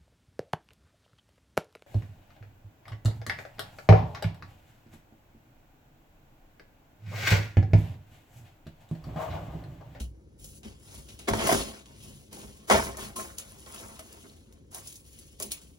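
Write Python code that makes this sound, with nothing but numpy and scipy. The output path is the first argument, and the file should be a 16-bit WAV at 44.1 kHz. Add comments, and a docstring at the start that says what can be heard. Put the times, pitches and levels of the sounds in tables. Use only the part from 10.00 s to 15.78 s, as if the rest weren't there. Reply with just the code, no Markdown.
"""Hands tear open and fold back the end of a long cardboard box on a garage floor.
Small random slips make the fibres rasp and the board boom; single sharp steps make fibre, tape and foam snap.
Filtered noise swells as the box rocks and drags, and low fading tones are its end dropping on the floor.
Added reflections give the garage its echo, and slowly wavering noise is its low hum.
Two microphone ports hear the scene, the right one first over most of the pitch range."""
import sys
import numpy as np
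from scipy import signal
from scipy.fft import rfft, irfft
from scipy.io import wavfile
from scipy.ndimage import uniform_filter1d

SR = 44100
rng = np.random.default_rng(int(sys.argv[2]) if len(sys.argv) > 2 else 0)


def generate_wav(sig):
    """Save sig (samples, or channels by samples) to the path in sys.argv[1] as 16-bit PCM at SR."""
    pcm = np.round(np.clip(np.atleast_2d(sig).T, -1, 1) * 32767).astype(np.int16)
    wavfile.write(sys.argv[1], SR, pcm)


N = 254898  # length of the scene [samples]


def gain_of(db):
    """Turns decibels into a factor for the sound pressure."""
    return 10 ** (np.asarray(db) / 20)


def evened(x):
    """Scales a signal so that its average strength (rms) is 1."""
    return x / np.sqrt(np.mean(x ** 2) + 1e-20)


def read(points, hz):
    """Reads a table between its points, on a log-frequency axis as the ear hears pitch."""
    f, value = np.transpose(points)
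    return np.interp(np.log(hz + 1), np.log(f + 1), value)


def peaks(modes, hz):
    """Resonances each pass a narrow band of pitches; their powers add up."""
    power = sum(gain_of(2 * db) / (1 + (2 * (hz - f) / width) ** 2) for f, width, db in modes)
    return np.sqrt(power)


def split(hz, edge_hz, upper):
    """Shares the power between the part over an edge and the part under it."""
    share = 1 / (1 + (edge_hz / (hz + 1)) ** 4)
    return np.sqrt(share if upper else 1 - share)


def colour(x, gain):
    """Filters with the tone curve gain(hz); the response starts at once and has a total power of 1."""
    log_gain = np.log(gain(abs(np.fft.fftfreq(8192, 1 / SR))) + 1e-5)
    # the minimum-phase response: nothing sounds ahead of its cause
    spectrum = np.exp(np.conj(signal.hilbert(log_gain)))
    taps = np.fft.ifft(spectrum).real[None, :4096]
    return signal.oaconvolve(x, taps / np.linalg.norm(taps), axes=1)[:, :N]


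def grains(per_s, spread_db, clump_db, clump_s):
    """Slips of random size come in clumps; two rows, for two unrelated ways to the microphone."""
    size = gain_of(spread_db * np.minimum(rng.exponential(1, N), 5))
    slips = size * (rng.random(N) < per_s / SR)
    window = np.hanning(round(clump_s * SR) + 3)
    clumps = evened(signal.oaconvolve(rng.standard_normal(N), window, "same"))
    return evened(slips * gain_of(clump_db * clumps) * rng.standard_normal((2, N)))


def bending(x, patchy_db, bins, frames):
    """As the sheet bends, its sound grows and fades in random patches of time and pitch."""
    z = signal.stft(x, nperseg=1024, noverlap=768)[2]
    patches = rng.standard_normal(z.shape[1:])
    patches = uniform_filter1d(patches, bins, 0)
    patches = evened(uniform_filter1d(patches, frames, 1))
    flicker = evened(gain_of(patchy_db * patches))
    return signal.istft(z * flicker, nperseg=1024, noverlap=768)[1][:, :N]


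def stroke(start, rise, hold, fade):
    """A pull rises, holds and fades at a steady rate; gives the samples it covers and its gain."""
    end = start + rise + hold + 60 / fade  # when it has faded by 60 dB
    on = slice(max(round(start * SR), 0), min(round(end * SR), N))
    age = np.arange(on.stop - on.start) / SR
    up = np.minimum(age / max(rise, 1e-3), 1) ** 0.97  # a nearly straight rise
    return on, up * gain_of(-fade * np.maximum(age - rise - hold, 0))


def add_strokes(power):
    """Each pull of the hands drives the fibres and the board together."""
    # strokes of the hands: (start [s], rise [s], hold [s], fade [dB per s], dull fibre rasp [dB],
    # bright rasp over dull rasp [dB], slack board [dB], taut board [dB]), levels before colouring and mixing
    strokes = [(0.0, 0.00079, .0, 314, -46, -0.5, -41, -52.5), (0.374, 0.052, 0.15, 400, -66, 11, -62, -82),
               (0.627, 0.016, 0.024, 114, -56, -4, -49, -57),
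               (0.78, 0.17, 0.038, 80, -58.5, 5, -55.5, -56.5),
               (1.08, .012, 0.0018, 159, -52.5, -2.5, -56, -61),
               (1.186, 0.008, 0.012, 159, -53, -4, -51, -57),
               (1.272, .012, 0.0064, 350, -35.5, -27, -26.5, -29),
               (1.298, 0.082, 0.11, 100, -40, -5, -30.5, -30.5),
               (1.397, 0.098, 0.06, 111, -34, -1.5, -34, -30.5),
               (1.738, 0.047, 0.0048, 243, -61, -7, -80, -67),
               (1.855, 0.0094, 0.068, 43, -63.5, -3, -75, -64.5),
               (1.922, 0.13, 0.046, 59, -59, 3.5, -55, -68), (2.309, 0.024, 0.069, 73, -54.5, 2, -47, -53),
               (2.5, .05, 0.2, 97, -68.5, 2, -65, -67), (2.671, 0.021, 0.17, 219, -47.5, 5.5, -46.5, -39),
               (2.697, 0.0033, 0.0086, 135, -27, -4.5, -54, -15.5),
               (2.712, 0.02, 0.031, 108.5, -55.5, -6.5, -38, -35),
               (2.965, .03, 0.057, 162, -48.5, 2.5, -44.5, -41),
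               (3.155, 0.0062, 0.045, 120, -49.5, 8.5, -49, -41.5),
               (3.364, 0.03, 0.0015, 204, -51.5, 1, -57, -47),
               (3.393, 0.034, 0.32, 60, -63, 5, -60.5, -58.5),
               (3.622, .15, 0.049, 56, -54.5, 3, -53.5, -47),
               (3.947, 0.015, 0.28, 50, -61.5, 1, -59.5, -61.5),
               (4.705, 0.043, 0.01, 112, -57.5, 11.5, -67.5, -48.5),
               (4.799, 0.063, 0.082, 139, -60, 7, -79, -86),
               (5.032, 0.037, 0.0039, 98.5, -65.5, 6, -65, -87),
               (5.105, .02, 0.1, 40, -62.5, 2.5, -70, -75),
               (5.386, 0.023, 0.032, 182, -52, 5.5, -46.5, -66),
               (5.505, 0.01, 0.011, 248, -44, 1, -66, -52), (5.603, 0.016, 0, 92, -63, 5.5, -60.5, -68)]
    for *shape, rasp_db, bright_db, slack_db, taut_db in strokes:
        on, gain = stroke(*shape)
        levels = gain_of([rasp_db, rasp_db + bright_db, slack_db, taut_db])
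        power[:4, on] += (levels[:, None] * gain) ** 2


def add_shoves(power):
    """Each shove rocks the box on the floor in one smooth swell of drag."""
    # shoves: (middle [s], length [s], level before mixing [dB])
    shoves = [(0.055, 0.22, -43), (.45, 0.28, -49), (.67, 0.12, -42.5), (.74, .07, -46.5),
              (.89, 0.11, -52.5), (.98, 0.094, -43), (1.13, .15, -50.5), (1.33, 0.12, -28.5),
              (1.42, 0.17, -34), (1.55, 0.18, -32.5), (2.08, 0.47, -49), (2.45, 0.11, -46),
              (2.76, 0.2, -35.5), (2.88, 0.16, -42), (3.05, 0.3, -46), (3.2, 0.21, -54), (3.5, 0.29, -53),
              (3.85, 0.2, -50.5), (5.14, 0.17, -55), (5.5, 0.17, -54)]
    t = np.arange(N) / SR
    for middle, length, db in shoves:
        on = slice(max(round((middle - length / 2) * SR), 0), round((middle + length / 2) * SR))
        swell = np.cos(np.pi * (t[on] - middle) / length) ** 2
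        power[4, on] += (gain_of(db) * swell) ** 2


def thud():
    """The box end drops on the floor: low tones rise quickly and die away."""
    # drops: (time [s], pitch [Hz], level [dB], time to fade by 60 dB [s])
    drops = [(0.007, 60.9, -27, 0.45), (2.733, 73.5, -25.5, 0.36)]
    out = np.zeros(N)
    age = np.arange(SR) / SR
    for s, hz, db, t60 in drops:
        rise = np.minimum(age / 0.0093, 1)
        ring = gain_of(db - 60 * age / t60) * np.sin(2 * np.pi * hz * age)
        out[round(s * SR):][:SR] += rise * ring
    return out


def hum():
    """Low room tone: coloured noise whose level wavers slowly."""
    # tone of the hum: (pitch [Hz], relative level [dB])
    tone = [(15, -36), (25, -27), (38, -11.5), (74, -1), (108, -11), (235, -9.5), (258, -12), (334, -10),
            (454, -16.5), (549, -17.5), (711, -45.5), (7000, -44), (9100, -104), (15400, -120)]
    waver = evened(uniform_filter1d(rng.standard_normal(N), size=6000))
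    noise = colour(rng.standard_normal((2, N)), lambda hz: gain_of(read(tone, hz)))
    return gain_of(-58 + 0.76 * waver) * noise


def add_snaps(power):
    """A snap is a one-sample crack, fraying fibres, and a knock that rings and shakes the board."""
    # snaps of fibre, tape and foam, levels before colouring and mixing: (time [s], dull crack [dB],
    # bright crack over dull crack [dB], board knock [dB], knock pitch [Hz], knock time to fade by 60 dB [s])
    snaps = [(0.443, -52, 17, -57, 530, .06), (0.6327, -35.5, -29, -56, 735, .06),
             (0.658, -60, -10, -47, 277, 0.081), (1.0881, -32, -20, -59, 630, 0.035),
             (1.1908, -35, -9, -57, 476, 0.065), (1.2849, -21.5, -3.5, -16.5, 698, 0.049),
             (1.335, -17, -19, -12, 937, 0.016), (1.352, -38, -12, -24, 344, 0.025),
             (1.3716, -31, -1.5, -22.5, 413, 0.037), (1.4721, -15, -7, -19.5, 559, 0.047),
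             (1.4915, -26, -16, -10, 705, 0.03), (1.515, -30, -10, -12.5, 750, 0.024),
             (1.525, -21, 2, -8.5, 330, 0.021), (1.546, -24, 0, -10.5, 350, 0.017),
             (1.8583, -33.5, -33, -69, 546, 0.068), (2.3288, -37.5, -0.5, -61, 620, 0.082),
             (2.6998, -45, 15, -15.5, 718, 0.041), (2.722, -30, -5, -23.5, 593, 0.082),
             (2.9701, -35.5, 0.5, -42, 600, 0.069), (3.1614, -35, 2, -37, 1057, 0.28),
             (3.188, -50, 0, -36.5, 647, .08), (3.3831, -33, 10, -63, 865, .06),
             (3.663, -35, -27, -50, 486, 0.049), (3.7456, -37, -3, -54, 1080, .08),
             (3.8067, -49, -10, -49, 493, 0.075), (3.9924, -30, -6, -43, 643, 0.094),
             (4.126, -53, 12, -64, 640, .06), (4.2397, -75, -26, -44.5, 252, 0.064),
             (4.525, -45.5, -6.5, -56.5, 521, .06), (4.747, -46, 11, -47.5, 752, 0.094),
             (4.8723, -43.5, 10.5, -61, 490, .06), (4.9256, -43, 3.5, -78, 482, .06),
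             (4.957, -45, 6.5, -79, 500, .06), (5.188, -51, 8.5, -65, 585, .06),
             (5.401, -36, 10, -40.5, 601, .1), (5.4237, -27, 2.5, -48, 487, .1),
             (5.5183, -19, -5, -55, 696, .06), (5.617, -41.5, -3, -58, 533, 0.068)]
    # fibres keep parting after a crack: (dull part [dB], bright part [dB]), relative to the crack
    fray_db = [-18.5, -5]
    # the knock shakes the board: (slack board [dB], taut board [dB]), relative to the knock
    shake_db = [-6, -2.5]
    fray_t60_s, shake_longer = 0.066, 1.78  # the shake lasts this many times as long as the knock
    knock_rise_s, slack_rise_s = 0.00095, 0.02  # slack board is slower to move
    breaks, rings = np.zeros((2, N)), np.zeros(N)
    for s, crack_db, bright_db, knock_db, hz, t60 in snaps:
        on = slice(round(s * SR), min(round(s * SR) + 12000, N))
        age = np.arange(on.stop - on.start) / SR
        crack = gain_of([crack_db, crack_db + bright_db])
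        breaks[:, on.start] = crack
        fray = (crack * gain_of(fray_db))[:, None] * gain_of(-60 * age / fray_t60_s)
        power[:2, on] += fray ** 2
        rise = 1 - np.exp(-age / knock_rise_s)
        slack_rise = 1 - np.exp(-(age / slack_rise_s) ** 2)
        shake = gain_of(np.add(shake_db, knock_db))[:, None] * gain_of(-60 * age / (shake_longer * t60))
        power[2:4, on] += [slack_rise, rise] * shake ** 2
        rings[on] += rise * gain_of(knock_db - 60 * age / t60) * np.sin(2 * np.pi * hz * age)
    return breaks, rings


def ticks():
    """The dry tick of a single crease is a few cycles of a high tone that die at once."""
    # ticks of creases: (time [s], level before mixing [dB], pitch [Hz])
    creases = [(2.701, -8.5, 6950), (3.5216, -30.5, 9600), (3.5963, -33, 9800), (3.604, -33, 9720),
               (3.7246, -27.5, 8850), (3.7436, -30, 11100), (3.7628, -33.5, 2940), (3.8095, -30, 11000),
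               (4.2982, -40.5, 4040), (4.7471, -16.5, 11200), (5.4008, -18, 11300), (5.4239, -16.5, 10000)]
    out, age = np.zeros(N), np.arange(100) / SR
    for s, db, hz in creases:
        ring = np.exp(-age * hz / 2.6) * np.sin(2 * np.pi * hz * age)
        out[round(s * SR):][:100] += gain_of(db) * ring
    return out


def efforts():
    """Strokes, shoves and snaps add their powers to a faint creep that never stops."""
    # creep between strokes, before mixing:
    # (dull rasp [dB], bright rasp [dB], slack board [dB], taut board [dB], drag [dB])
    rest_db = [-84, -82, -71.5, -72, -57.5]
    power = gain_of(rest_db)[:, None] ** 2 * np.ones(N)
    add_strokes(power)
    add_shoves(power)
    breaks, rings = add_snaps(power)
    gains = np.sqrt(uniform_filter1d(power, size=9, axis=1) + 1e-18)
    return gains, breaks, rings


def fibre_gain(hz, upper):
    """Tone of parting fibres: the duller or the brighter part of the rasp."""
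    # rasp of the fibres: (pitch [Hz], relative level [dB])
    rasp_tone = [(1000, -17), (1800, -11), (2450, -4), (2900, -1), (4500, -4), (6500, 0.5), (8500, -0.5),
                 (11000, 1), (13000, -11), (16000, -3.5)]
    return gain_of(read(rasp_tone, hz)) * split(hz, 4400, upper)


def board_gain(hz, upper):
    """Panel resonances over a spread of damped ones; a slack panel sounds low, a taut one high."""
    # panel resonances: (pitch [Hz], width [Hz], relative level [dB])
    panel = [(181, 55, 4.5), (275, 39, 0.5), (333.4, 8.4, 6.5), (385, 35, 2.5), (426, 92, 5.5),
             (556, 64, 1.5), (657, 54, 4), (753, 140, -3.5), (815, 36, -4), (922, 53, -3), (1073, 65, -1.5),
             (1403, 170, -10.5)]
    # overall tone of the board: (pitch [Hz], relative level [dB])
    spread = [(100, -29.5), (200, 3.5), (450, -4), (900, -0.5), (1300, 2), (1600, 2.5), (2300, 6),
              (4000, -43.5)]
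    return gain_of(read(spread, hz)) * (0.17 + peaks(panel, hz)) * split(hz, 408, upper)


def rock_gain(hz):
    """Resonances of the loaded box rocking on the floor, squared to make them stand out more."""
    # rocking box: (pitch [Hz], width [Hz], relative level [dB]), width and level before squaring
    rocking = [(57.6, 17, -3), (81, 53, -7.5), (137.9, 26, -6)]
    return (peaks(rocking, hz) * split(hz, 34, True)) ** 2


def box():
    """Fibre slips give the rasp, coarser slips ring the board, drag shakes the whole box."""
    gains, breaks, rings = efforts()
    rasp, board = 0, 0
    for k in range(2):  # first dull rasp and slack board, then bright rasp and taut board
        fibres = grains(per_s=14000, spread_db=1.75, clump_db=1.54, clump_s=0.025)
        fibres = bending(fibres, 2.5, bins=6, frames=7)
        rasp = rasp + colour(gains[k] * fibres + breaks[k], lambda hz: fibre_gain(hz, k))
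        slips = grains(per_s=4000, spread_db=1.66, clump_db=2.48, clump_s=0.036)
        slips = bending(slips, 2.8, bins=2, frames=8)
        board = board + colour(gains[2 + k] * slips, lambda hz: board_gain(hz, k))
    rock = colour(gains[4] * rng.standard_normal((2, N)), rock_gain)
    return gain_of(3.0) * rasp + gain_of(-1.85) * board + gain_of(-1.5) * rock + rings + ticks()


def garage(x):
    """The garage sends the sound back: noise after a short gap, each band dying at its own speed."""
    # echo of the garage: (pitch [Hz], time to fade by 60 dB [s])
    echo = [(100, 0.33), (500, 0.18), (2000, 0.062), (6000, 0.083), (14000, 0.12)]
    hz, t, z = signal.stft(rng.standard_normal((2, SR // 2)), SR, nperseg=256)
    fade = gain_of(-60 * t / read(echo, hz)[:, None])
    tail = signal.istft(z * fade, SR, nperseg=256)[1]
    tail[:, :200] = 0  # the gap
    return signal.fftconvolve(x, tail / np.linalg.norm(tail[0]), axes=1)[:, :N]


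def ports(first, second):
    """The right port hears part of the left sound early, and unrelated scattered sound for the rest."""
    # head start of the right port: (pitch [Hz], phase lead [radians])
    lead_points = [(0, 0.0), (250, 0.6), (600, 1.5), (1300, 1.44), (2500, 3.5), (3300, 4), (6000, 7.5),
                   (8350, 9), (10300, 13.5), (12450, 15), (14600, 18.5), (17000, 4.5)]
    # likeness of the ports: (pitch [Hz], share of the left sound in the right [0 to 1])
    likeness = [(50, .998), (120, .95), (250, .76), (600, .62), (1200, .62), (2600, .55), (4000, .5),
                (6500, .55), (8000, .92), (16000, .95)]
    # balance of the ports: (pitch [Hz], left over right [dB])
    balance = [(25, -8.5), (70, 3.5), (150, 0.5), (380, 1.5), (950, -1.5), (2380, 1.5), (5980, 3),
               (15000, -1.5)]
    hz = np.fft.rfftfreq(N, 1 / SR)
    same = np.clip(read(likeness, hz), 0, 1)
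    lead = np.exp(1j * np.interp(hz, *np.transpose(lead_points)))
    left = rfft(first)
    right = same * lead * left + np.sqrt(1 - same ** 2) * rfft(second)
    lean = gain_of(read(balance, hz) / 2)  # half the balance goes to each side
    return irfft(np.array([left * lean, right / lean]), N)


def scene():
    """The box with its reflections, over the hum; the thuds reach both ports alike."""
    near = box()
    heard = gain_of(-1.5) * near + gain_of(-9) * garage(near) + hum()
    return ports(*heard) + thud()


def record(dry):
    """The loudest peaks are softly rounded off; then the highest treble is cut."""
    ceiling = 0.6
    rounded = ceiling * np.tanh(dry / ceiling)
    taps = signal.firwin(511, 15950, window=("kaiser", 9), fs=SR)[None]  # cut above 15950 Hz
    return signal.oaconvolve(rounded, taps, "same")


dry = scene()
out = record(dry)
generate_wav(out)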